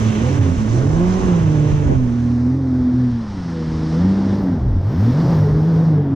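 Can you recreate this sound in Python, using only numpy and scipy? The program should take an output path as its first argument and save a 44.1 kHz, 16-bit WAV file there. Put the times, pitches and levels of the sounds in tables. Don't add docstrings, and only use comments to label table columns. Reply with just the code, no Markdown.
import sys
import numpy as np
from scipy import signal
from scipy.fft import next_fast_len
from scipy.io import wavfile
from scipy.ndimage import uniform_filter1d, minimum_filter1d

SR = 44100
rng = np.random.default_rng(int(sys.argv[2]) if len(sys.argv) > 2 else 0)


def attenuation_scalar(level_db):
    decades = np.asarray(level_db, float) / 20
    return 10 ** decades


def to_wav(s):
    ch = np.atleast_2d(s).T
    pcm = np.round(np.clip(ch, -1, 1) * 32767)
    wavfile.write(sys.argv[1], SR, pcm.astype(np.int16))


N = 271215
TIME = np.arange(N) / SR
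HOP, SIZE = 256, 1024
HZ = np.fft.rfftfreq(SIZE, 1 / SR)
FRAME_S = np.arange(N // HOP + 5) * HOP / SR
MIST_FROM = 4.3

# (frequency [Hz], likeness [0-1])
PORT_LIKENESS = [(60, .6), (170, .95), (400, .75), (690, .25), (1100, .7), (2100, .6), (2600, .35),
                 (3800, .75), (5300, .25), (15000, .2)]
# (frequency [Hz], level difference [dB])
PORT_LEAN = [(60, -2.5), (150, -3.5), (450, -7), (800, -7), (1400, -3), (2800, -.5), (6000, -6.5),
             (7000, -1), (8600, 1), (15000, -1)]
# (frequency [Hz], phase [rad])
PORT_LEAD = [(60, 0), (560, 0), (860, 2), (2070, 1.3), (2600, .8), (3800, .8), (5200, -.2), (8600, -2.3),
             (15000, -2.3)]
# (time [s], stereo share [0-1])
STEREO_SHARE = [(0, 1), (1.95, 1), (2.4, 0.31), (2.8, 0.14), (3.2, 0.017), (3.4, 0.0033), (6.15, .003)]
# (middle [s], length [s], level [dB])
HULL_SURGES = [(0.24, 0.18, 3.5), (0.854, 0.49, 5), (1.34, 0.42, 2), (1.9, 0.19, 7.5), (2.27, 0.58, -4),
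               (3, 0.11, 1), (3.27, 0.99, -6), (3.74, 0.89, -5.5), (4.3, 0.29, 0.5), (4.61, 1, 6),
               (5.9, 0.34, 2), (4.9, 0.22, 3.5), (3.1, .2, -1.5), (2.7, 0.65, -2.5), (4.78, 0.15, -0.5),
               (5.48, 0.77, 2.5), (5, 0.21, 1), (6.14, 0.66, 4), (4.07, 0.62, 2.5), (1.3, 0.12, 0.5),
               (4.87, 0.13, -3.5), (4.96, .12, -3), (2.97, .2, -2), (4.1, .1, -1), (4.12, 0.16, -2),
               (2.06, .15, 2), (5.2, .25, 2), (5.65, .15, -1.5)]


def evened(x):
    return x / np.sqrt(np.mean(abs(x) ** 2) + 1e-20)


def read(points, hz):
    f, value = np.transpose(points)
    return np.interp(np.log(hz + 1), np.log(f + 1), value)


def columns(table, t):
    s, *rest = np.transpose(table)
    return [np.interp(t, s, c) for c in rest]


def stereo_share(t):
    return columns(STEREO_SHARE, t)[0]


def swells(table, t):
    return sum(top * np.cos(np.pi * np.clip((t - s) / length, -.5, .5)) ** 2 for s, length, top in table)


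def bump(shape, amount):
    hz, width, db = shape
    return np.outer(db * np.exp(-.5 * ((HZ - hz) / width) ** 2), amount)


def drift(hz):
    chance = uniform_filter1d(rng.standard_normal(N), size=200)
    return evened(signal.lfilter([1], [1, -np.exp(-2 * np.pi * hz / SR)], chance))


def add(mix, s, sound):
    part = mix[round(s * SR):][:len(sound)]
    part += sound[:len(part)]


def ports(x, lean_db, lead):
    turn = np.exp(.5j * lead * np.array([[1], [-1]]))
    padded = np.pad(x, SIZE, "reflect", reflect_type="odd")
    whole = signal.hilbert(padded, next_fast_len(N + 2 * SIZE))
    return (whole[SIZE:SIZE + N] * turn).real * attenuation_scalar(np.array([[.5], [-.5]]) * lean_db)


def noise(field_db, same, lead, lean_db, patchy_db, flicker_db):
    a, b, c, d, patches = rng.standard_normal((len(FRAME_S), len(HZ), 5)).T
    flicker = evened(uniform_filter1d(uniform_filter1d(patches, size=120, axis=0), size=2, axis=1))
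    patches = evened(uniform_filter1d(uniform_filter1d(patches, size=10, axis=0), size=12, axis=1))
    same, lead = np.clip(same, -1, 1)[:, None], lead[:, None]
    left = a + 1j * b
    right = same * left * np.exp(-1j * lead) + np.sqrt(1 - same ** 2) * (c + 1j * d)
    z = np.array([left, right])
    z *= attenuation_scalar(np.multiply.outer([.5, -.5], lean_db))[:, :, None]
    z /= np.sqrt((1 + same * np.cos(lead)) / 2)
    z *= attenuation_scalar(field_db + patchy_db * patches + flicker_db * flicker)
    return signal.istft(z, nperseg=SIZE, noverlap=SIZE - HOP)[1][:, :N] / np.sqrt(SIZE)


def unit_band(shape_db, lo_hz, hi_hz):
    inside = (HZ > lo_hz) & (HZ < hi_hz)
    return shape_db - 10 * np.log10(np.sum(attenuation_scalar(shape_db[inside]) ** 2, axis=0) / len(HZ))


def speed(t):
    # (time [s], firing rate [Hz])
    throttle = [(0, 109.3), (.71, 110.5), (1.02, 175.6), (1.61, 149.5), (1.8, 148.1), (2.09, 118.9),
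                (3.03, 126.1), (3.22, 112.8), (3.42, 87.3), (3.62, 79.36), (3.9, 78.84), (4.12, 97.32),
                (4.42, 98.9), (4.65, 54.8), (4.85, 43.63), (5.04, 109.5), (5.24, 155), (6.15, 136)]
    # (middle [s], length [s], rise [Hz])
    leaps = [(.39, .5, 30), (1.22, 0.52, 20), (2.56, 0.21, 3), (2.62, 0.48, 8), (4.555, .26, 9.5),
             (5.255, 0.31, 22), (.18, 0.15, -4), (.32, .14, 5), (.53, 0.141, 5), (.64, .1, -3),
             (5.8, 0.7, 19.5), (5.69, 0.11, 5.5), (5.77, 0.11, -2.5), (3.96, .12, -3), (4.07, .12, 2),
             (5.26, .14, -5), (4.64, .1, 3), (2.59, .12, 2), (4.75, .1, -3)]
    inertia_s = .04
    before, after = columns(throttle, t - inertia_s / 2)[0], columns(throttle, t + inertia_s / 2)[0]
    return (before + after) / 2 + swells(leaps, t)


def level(rule, t):
    # (time [s], level [dB])
    thrown = [(0, 9.5), (.31, 7.5), (.6, 3), (1.04, 3.5), (1.6, 3), (1.88, 1), (2.02, -7), (2.48, -6.5),
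              (3.07, -2), (3.4, -1), (3.94, 5), (4.33, 1.5), (4.64, -7.5), (4.8, -6), (5.05, 4), (5.33, 6),
              (5.53, 0), (6.15, -6.5)]
    # (middle [s], length [s], level [dB])
    bow_waves = [(.6, 0.082, 1.5), (.76, 0.24, 0), (1.2, 0.72, 2.5), (1.72, 0.17, 2.5), (2.24, 0.85, 5.5),
                 (3.42, 0.6, 2.5), (4.75, 0.43, -1.5), (5.8, .6, 3), (6.1, 0.49, 1), (.1, 0.53, -1.5),
                 (1.13, 0.081, 1.5), (4.35, 0.42, 1.5)]
    db, share, octave_db, open_db = rule
    throw = columns(thrown, t)[0] + swells(bow_waves, t)
    return db + share * throw + octave_db * np.log2(speed(t) / 120) + open_db * stereo_share(t)


def wind():
    # (frequency [Hz], density [dB per Hz])
    wind_colour = [(12, -4.5), (25, 8.5), (45, 10), (80, 16), (150, -5.5), (300, -16.5), (600, -79.5),
                   (2000, -130)]
    # (middle [s], length [s], level [dB])
    buffets = [(.68, 0.66, 6.5), (1.05, 1, 17.5), (1.27, 0.13, 8), (1.455, 0.31, 14), (1.73, 0.094, 13.5),
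               (1.9, 0.67, 19.5), (2.81, 0.1, 10), (3.1, 0.81, 6.5), (3.82, 0.18, 9), (3.55, .3, -16),
               (4.15, 1, -23.5), (.25, .3, -1), (1.6, 0.17, 12.5), (2.1, 0.21, 5), (3.4, .2, 9.5),
               (4.57, .1, 1.5), (4.72, 0.55, 18.5), (.6, 0.11, 10), (5.35, .1, 8.5), (5.76, .1, 10),
               (3.75, .4, 7.5), (5.3, 0.13, -2), (5.55, 0.31, 16), (5.82, .25, -7), (5.28, .1, 5),
               (4.75, .15, 3), (4.15, .3, -5.5), (.42, .12, -5.5), (1.0, 0.11, 3.5), (.62, .15, 3)]
    calm_db = -40.5
    field = unit_band(read(wind_colour, HZ)[:, None], 10, 100) + calm_db + swells(buffets, FRAME_S) + 5.0
    slap_s, spread_s, slap_db, top_hz = 1.925, .028, -23, 700
    puff = signal.sosfilt(signal.butter(3, top_hz, fs=SR, output="sos"), rng.standard_normal(N))
    slap = attenuation_scalar(slap_db) * evened(puff) * np.exp(-.5 * ((TIME - slap_s) / spread_s) ** 2)
    buffeting = noise(field, .35 + 0 * HZ, 0 * HZ, -2.5 + 0 * HZ, patchy_db=1.2, flicker_db=.8)
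    return buffeting + slap * np.array([[1], [-.9]])


def water():
    # (frequency [Hz], density [dB per Hz])
    open_colour = [(350, -17.5), (600, -2.5), (642, -20.5), (798, -12), (1080, -6.5), (1340, -12),
                   (1450, -10), (2500, -17.5), (3110, -18.5), (4680, -29), (6230, -22.5), (8290, -37),
                   (11000, -48), (12600, -49.5), (15500, -69)]
    # (frequency [Hz], density [dB per Hz])
    sheltered_colour = [(350, -16), (600, -13.5), (900, -6), (1290, -10), (1830, -13), (2570, -23),
                        (3500, -21), (5430, -18.5), (6940, -31.5), (9240, -39.5), (11200, -51.5),
                        (11900, -40), (12600, -35), (15600, -45.5)]
    # (middle [s], length [s], frequency [Hz], width [Hz], level [dB])
    cancel = [
        (2.42, .5, 3350, 220, -6.5),
        (2.55, .7, 2900, 300, -3.5),
        (2.85, .6, 2800, 250, -4),
        (2.2, .5, 2800, 400, -2.5),
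    ]
    # (middle [s], length [s], level [dB])
    douses = [
        (.15, 0.45, 3),
        (0.78, .1, 0),
        (0.91, .2, -3),
        (1.1, .12, -1.5),
        (4.3, .2, 1.5),
    ]
    # (middle [s], length [s], level [dB])
    hisses = [
        (.62, 0.055, 3),
        (.75, 0.18, 4),
        (1.14, 0.11, 1),
        (.95, 0.24, 0.5),
        (1.75, 0.41, -1),
        (2.76, .05, 2),
        (.4, .12, -2),
        (1.2, .06, 2),
        (5.75, .3, 0),
        (6.05, 0.39, -5.5),
    ]
    # (middle [s], length [s], level [dB])
    flecks = [
        (1.92, .1, 7),
        (2.81, .35, 10.5),
        (3.4, .9, 3),
        (2.55, .5, 9.5),
        (.62, .1, 5),
        (4.1, 0.27, 6.5),
        (4.65, .3, 2.5),
        (4.9, .15, 3),
        (5.2, 0.52, -6.5),
    ]
    share = np.clip(stereo_share(FRAME_S), 0, 1)
    shapes = bump((910, 210, 5.3), np.clip((speed(FRAME_S) - 150) / 22, 0, 1))
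    for middle, length, *notch in cancel:
        shapes = shapes + bump(notch, swells([(middle, length, 1)], FRAME_S))
    top_share = np.clip((MIST_FROM - FRAME_S) / .2, 0, 1)
    share = np.where(HZ[:, None] > 9500, top_share, share)
    colour = read(open_colour, HZ)[:, None] * share + read(sheltered_colour, HZ)[:, None] * (1 - share)

    wash = level((-37, 0.6747, 0.5, -1.85), FRAME_S) + 0.35 * swells(HULL_SURGES, FRAME_S)
    splash = level((-49, 0.88, -0.9, 4.5), FRAME_S) + swells(douses, FRAME_S)
    spray = level((-49.5, 1.0, -0.5, 2), FRAME_S) + swells(hisses, FRAME_S)
    mist = level((-95, 1.7, -1.9, 14), FRAME_S) + swells(flecks, FRAME_S)
    mist = mist + 28 * np.clip((FRAME_S - 4.3) / .25 + .5, 0, 1)

    bands = [(700, 2000), (2200, 4000), (4500, 9000), (11800, 15500)]  # Hz, wash to mist
    lift = np.array([db + (unit_band(colour, *band) - colour)[0]
                     for band, db in zip(bands, (wash, splash, spray, mist))])
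    corners_hz = [1600, 2600, 3400, 4200, 10500, 11600]
    place = np.interp(np.log(HZ + 1), np.log(corners_hz), [0, 1, 1, 2, 2, 3])
    weight = np.maximum(1 - abs(place[:, None] - np.arange(4)), 0)
    field = colour + weight @ lift + shapes + 2.7 * weight[:, 3:]
    return noise(field, read(PORT_LIKENESS, HZ), read(PORT_LEAD, HZ), read(PORT_LEAN, HZ),
                 patchy_db=0.32, flicker_db=.6)


def drops():
    # (time [s], level [dB], frequency [Hz])
    stray_drops = [
        (2.764, -31, 690),
        (4.812, -26.5, 533),
    ]
    t, out = np.arange(1200) / SR, np.zeros(N)
    for s, db, hz in stray_drops:
        add(out, s, attenuation_scalar(db - 60 * t / 0.028) * np.sin(2 * np.pi * hz * t))
    return out


def hull():
    # (frequency [Hz], density [dB per Hz])
    roar_colour = [(40, -22), (70, 0.5), (120, 3), (250, 2.5), (400, -3.5), (600, -12), (900, -19),
                   (1500, -50.5), (4000, -120)]
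    # (middle [s], length [s], level [dB])
    drumming = [
        (.38, .3, 4),
        (1.6, 0.89, 17.5),
        (2.5, 0.86, 3),
        (3.3, .5, 3),
        (4.2, 0.47, -5),
        (4.62, .2, 1),
        (5.5, .3, 8),
    ]
    # (time
    # [s], start [Hz], end [Hz], length [s], level [dB])
    gulps = [(.22, 505, 507, 0.12, -28), (0.331, 103.3, 118.2, 0.14, -12.5),
             (0.441, 166.5, 175.4, 0.12, -21.5), (0.704, 349, 347, 0.12, -25),
             (0.777, 421, 423.4, 0.13, -31), (0.847, 103.5, 114.7, 0.08, -14.5),
             (1.349, 107, 117, 0.06, -23.5), (1.535, 582, 617, 0.097, -32),
             (4.455, 74.4, 125.6, 0.15, -21.5), (4.574, 125.4, 121.5, 0.16, -18),
             (5.235, 133, 135.7, 0.084, -14), (5.41, 441, 416, 0.094, -24.5), (5.46, 207, 201, 0.076, -22),
             (0, 416.5, 423, 0.079, -30.5), (5.424, 413.5, 415.4, 0.31, -29),
             (5.677, 493.8, 509.7, 0.23, -58), (5.954, 436, 437, 0.082, -29)]
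    roar = unit_band(read(roar_colour, HZ)[:, None], 400, 700) + level((-35.5, 0.47, 2.5, -2), FRAME_S)
    roar = roar + swells(HULL_SURGES, FRAME_S) + 2.5
    sheltered = 1 - stereo_share(FRAME_S)
    roar = roar + bump((45, 30, -6), sheltered)
    roar = roar + bump((410, 60, -3), sheltered)

    boom_hz, width_hz = 113, 30
    band = signal.butter(2, [boom_hz - width_hz / 2, boom_hz + width_hz / 2], "band", fs=SR, output="sos")
    boom_db = level((-46.5, 1.5, -1.5, 4.5), TIME) + swells(drumming, TIME)
    boom = evened(signal.sosfilt(band, rng.standard_normal(N))) * attenuation_scalar(boom_db)
    for s, start_hz, end_hz, length, db in gulps:
        hz = np.linspace(start_hz, end_hz, round(length * SR))
        gulp = np.hanning(len(hz)) * np.sin(2 * np.pi * np.cumsum(hz) / SR)
        add(boom, s, attenuation_scalar(db) * np.sqrt(2) * gulp)

    wash = noise(roar, read(PORT_LIKENESS, HZ), read(PORT_LEAD, HZ), read(PORT_LEAN, HZ),
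                 patchy_db=.8, flicker_db=-.3)
    throb = 1 + .2 * np.cos(2 * np.pi * np.cumsum(speed(TIME)) / SR)
    return wash * throb + ports(boom, lean_db=-4.0, lead=0.18)


def rings():
    # (middle [s], length [s], order [thirds of firing rate], level [dB])
    ringing = [(5.6, .2, 8, -34.5), (5.77, .12, 8, -32), (5.3, .15, 10, -34), (2.25, .25, 4, -30),
               (2.3, .5, 7, -34), (2.55, 0.23, 7, -32.5), (2.78, .6, 7, -34.5), (2.75, .2, 8, -36),
               (2.95, 0.29, 8, -35), (3.6, 0.18, 18, -37.5), (3.97, .15, 18, -36), (3.78, .2, 16, -39),
               (3.85, .3, 12, -35), (3.8, .3, 10, -38), (4.2, .3, 10, -33), (4.25, .2, 8, -29),
               (4.72, .12, 14, -33), (5.08, .15, 12, -35.5), (5.16, .1, 12, -37), (5.27, 0.14, 12, -35),
               (5.05, .2, 7, -29.5), (4.93, .1, 11, -30.5)]
    out = np.zeros(N)
    cycle = 2 * np.pi * np.cumsum(speed(TIME)) / SR / 3
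    for s, length, thirds, db in ringing:
        part = cycle[round((s - length / 2) * SR):][:round(length * SR)]
        tone = np.hanning(len(part)) * np.sin(round(thirds) * part)
        add(out, s - length / 2, attenuation_scalar(db) * np.sqrt(2) * tone)
    return ports(out, lean_db=-4.5, lead=.15)


def order_levels(hz, t):
    # (time [s], level [dB])
    engine_load = [(0, -5.5), (.3, -6), (.6, -7.5), (.75, -2.5), (1.1, -1), (1.22, -6.5), (1.35, 2.5),
                   (2, -6), (2.4, -4), (2.8, -5.5), (3.05, -3), (3.3, -12.5), (3.6, -11.5), (4.1, 0.5),
                   (4.5, -4.5), (4.8, 0), (5.05, -3), (6.15, 3)]
    # (frequency [Hz], level [dB])
    carry = [(45, -19.5), (80, -12), (110, -3), (160, -1.5), (200, -3), (250, 1.5), (300, -13.5),
             (500, -16.5)]
    # (middle [s], length [s], level [dB])
    rocks = [(0, .12, 16), (.3, 0.49, 18), (.5, 0.4, 20.5), (.85, .3, 9.5), (1.42, 0.28, 9.5),
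             (1.79, 0.37, 9.5), (2.4, 1.4, 11), (2.8, 0.43, 7), (4.75, .3, 6), (5.43, 0.2, 15.5),
             (5.97, 0.15, 8.5)]
    # (middle [s], length [s], firing [dB], second [dB], third [dB])
    dunks = [(0.076, 0.15, 9, 2.5, -12.5), (0.176, 0.056, 2, 3, 13.5), (0.426, 0.24, -4, 5, 12.5),
             (0.514, 0.062, -6, -1, -7), (0.63, 0.087, -9, 3.5, -4.5), (0.759, 0.2, 3.5, -17, 8),
             (1.019, 0.19, 2.5, 11.5, 10), (1.394, 0.15, -2.5, -6.5, -1), (1.549, 0.39, 0.5, 4, 6),
             (2.604, 0.51, -5, 2.5, -2), (2.874, 0.13, -19, 1.5, -4.5), (3.32, 0.41, -8, 1, 2.5),
             (3.606, 0.61, 3.5, 3, 5.5), (4.451, 0.24, -14.5, -1, 11), (4.514, 0.22, -18, 3.5, 6.5),
             (4.603, .08, 2, -11, -0.5), (1.37, 0.089, -1, -9, 3.5), (0.193, .1, -0.5, 0, 2.5),
             (4.189, 0.31, -6, 1.5, 2), (.26, .1, 4.5, -2.5, 6), (1.749, 0.4, 1, 0, 8.5),
             (2.58, 0.32, 6.5, -1, 7), (1.234, 0.34, -0.5, 8.5, 5), (5.16, 0.14, 1.5, -22, 3),
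             (0.56, 0.074, 0, -7, -8.5), (3.384, .1, 2, 0, 8.5), (1.969, 0.28, 3.5, 0, 1.5),
             (4.634, 0.27, 9, -12, -2), (4.869, 0.14, -20, 4.5, -3), (5.006, 0.31, 7.5, -4, 2),
             (5.092, 0.09, 1.5, 3, -2.5), (5.225, 0.15, 0, -14, 2.5), (5.413, 0.34, 1.5, -16.5, 7.5),
             (5.606, 0.12, 1.5, 3.5, -5), (5.799, 0.61, 0, -7.5, 4), (6.097, 0.37, -8, -3.5, 0),
             (4.03, .22, 0, 4, 6), (4.73, .18, 7, 5, -3), (4.93, .08, -8, 0, 0), (2.85, .5, 0, 1, 3)]
    load = columns(engine_load, t)[0]
    firing, second, third = (swells([(row[0], row[1], row[i]) for row in dunks], t) for i in (2, 3, 4))
    return (-14 + load + read(carry, hz) + firing,
            -15 + load + read(carry, 2 * hz) + second,
            -28 + load + .5 * read(carry, 2 * hz / 3) + swells(rocks, t),
            -25 + load + read(carry, 3 * hz) + third)


def engine():
    # (order [thirds of firing rate], level [dB])
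    minor_orders = [(4, -15), (5, -23), (7, -14), (8, -12.5), (10, -16.5), (12, -1.5), (18, -9)]
    # (middle [s], length [s], level [dB])
    growls = [(1.1, 0.67, 12), (2.3, 0.59, 2), (2.9, .5, -4), (3.42, 0.31, -12), (3.75, 0.43, -1.5),
              (3.6, 0.13, 1.5), (3.97, .1, 6), (4.15, 0.37, -5.5), (4.5, .25, -14), (5.25, .3, -5),
              (5.5, .3, -3)]
    hz = speed(TIME)
    firing_db, second_db, crank_db, third_db = order_levels(hz, TIME)
    cycle = 2 * np.pi * np.cumsum(hz * (1 + .003 * drift(12))) / SR / 3

    def order(thirds, db, shake):
        phase = thirds * cycle + shake * drift(8) + 2 * np.pi * rng.random()
        return attenuation_scalar(db + .7 * drift(15)) * np.sin(phase)

    low = order(3, firing_db, .1) + order(2, crank_db, .3)
    high = order(6, second_db, .12) + order(9, third_db, .3)
    glide = uniform_filter1d(abs(np.gradient(np.log(hz))) * SR, size=4000)
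    weak_db = np.minimum(third_db, -30) - 8 * glide - .08 * (hz - 80) + swells(growls, TIME)
    for thirds, db in minor_orders:
        tone = np.sin(round(thirds) * cycle + 0.29 * drift(9.0))
        high = high + attenuation_scalar(weak_db + db + 2.0 * drift(7.7)) * tone
    return np.sqrt(2) * (ports(low, lean_db=-3.8, lead=.15) + ports(high, lean_db=-4.5, lead=.15))


def thin_treble(x):
    # (frequency [Hz], share of lines dropped [0-1])
    dropped_share = [(7000, 0.0), (8500, .15), (10000, .45), (12000, .55), (14000, .7), (15700, .75)]
    # (time [s], edge [Hz])
    top_edge = [(0, 14600), (1.9, 14000), (2.05, 12800), (2.65, 12500), (2.72, 14400), (2.9, 14400),
                (3, 11600), (3.3, 12400), (3.75, 13600), (4.1, 15200), (4.25, 17000), (6.15, 17000)]
    padded = np.pad(x, [(0, 0), (0, 2048)], "reflect", reflect_type="odd")
    z = signal.stft(padded, boundary="odd", nperseg=2048, noverlap=1536)[2]
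    hz, t = np.fft.rfftfreq(2048, 1 / SR), np.arange(z.shape[2]) * 512 / SR
    tiles = np.kron(rng.random((z.shape[2] // 3 + 1, 147)).T, np.ones((7, 3)))[:len(hz), :len(t)]
    odds = np.outer(read(dropped_share, hz), np.clip(.12 + .88 * stereo_share(t), 0, 1))
    gap = np.exp(-((hz - 11050) / 450) ** 2)
    odds = odds + .5 * np.outer(gap, .8 + .9 * (t > 5.22)) * (t > MIST_FROM)
    wobble_hz = np.repeat(rng.normal(0, 550, len(t) // 4 + 1), 4)[:len(t)]
    edge_hz = columns(top_edge, t)[0] + wobble_hz * (.3 + stereo_share(t))
    kept = np.where(tiles < odds, attenuation_scalar(-30), 1) / np.sqrt(1 - odds)
    kept = kept * np.where(hz[:, None] > edge_hz, attenuation_scalar(-40), 1)
    return signal.istft(z * kept, nperseg=2048, noverlap=1536)[1][:, :N]


def scene():
    return wind() + water() + drops() + hull() + rings() + engine()


def band_limit(x):
    return signal.sosfilt(signal.butter(12, 15740, fs=SR, output="sos"), x)


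def record(dry):
    mid, side = (dry[0] + dry[1]) / 2, (dry[0] - dry[1]) / 2
    mist = signal.sosfilt(signal.ellip(8, .5, 70, 11700, "high", fs=SR, output="sos"), side)
    mist = mist * np.clip((TIME - 3.5) / .7, 0, 1)
    share = stereo_share(TIME)
    side = share * side + (1 - share) * .7 * mist
    pair = thin_treble(np.array([mid + side, mid - side]))
    swing = uniform_filter1d(-minimum_filter1d(-abs(pair).max(0), size=600), size=600)
    pair = pair * np.minimum((N - np.arange(N)) / 500, 1)
    limited = pair / np.maximum(swing / 0.55, 1) ** 0.78
    return band_limit(limited)


dry = scene()
out = record(dry)
to_wav(out)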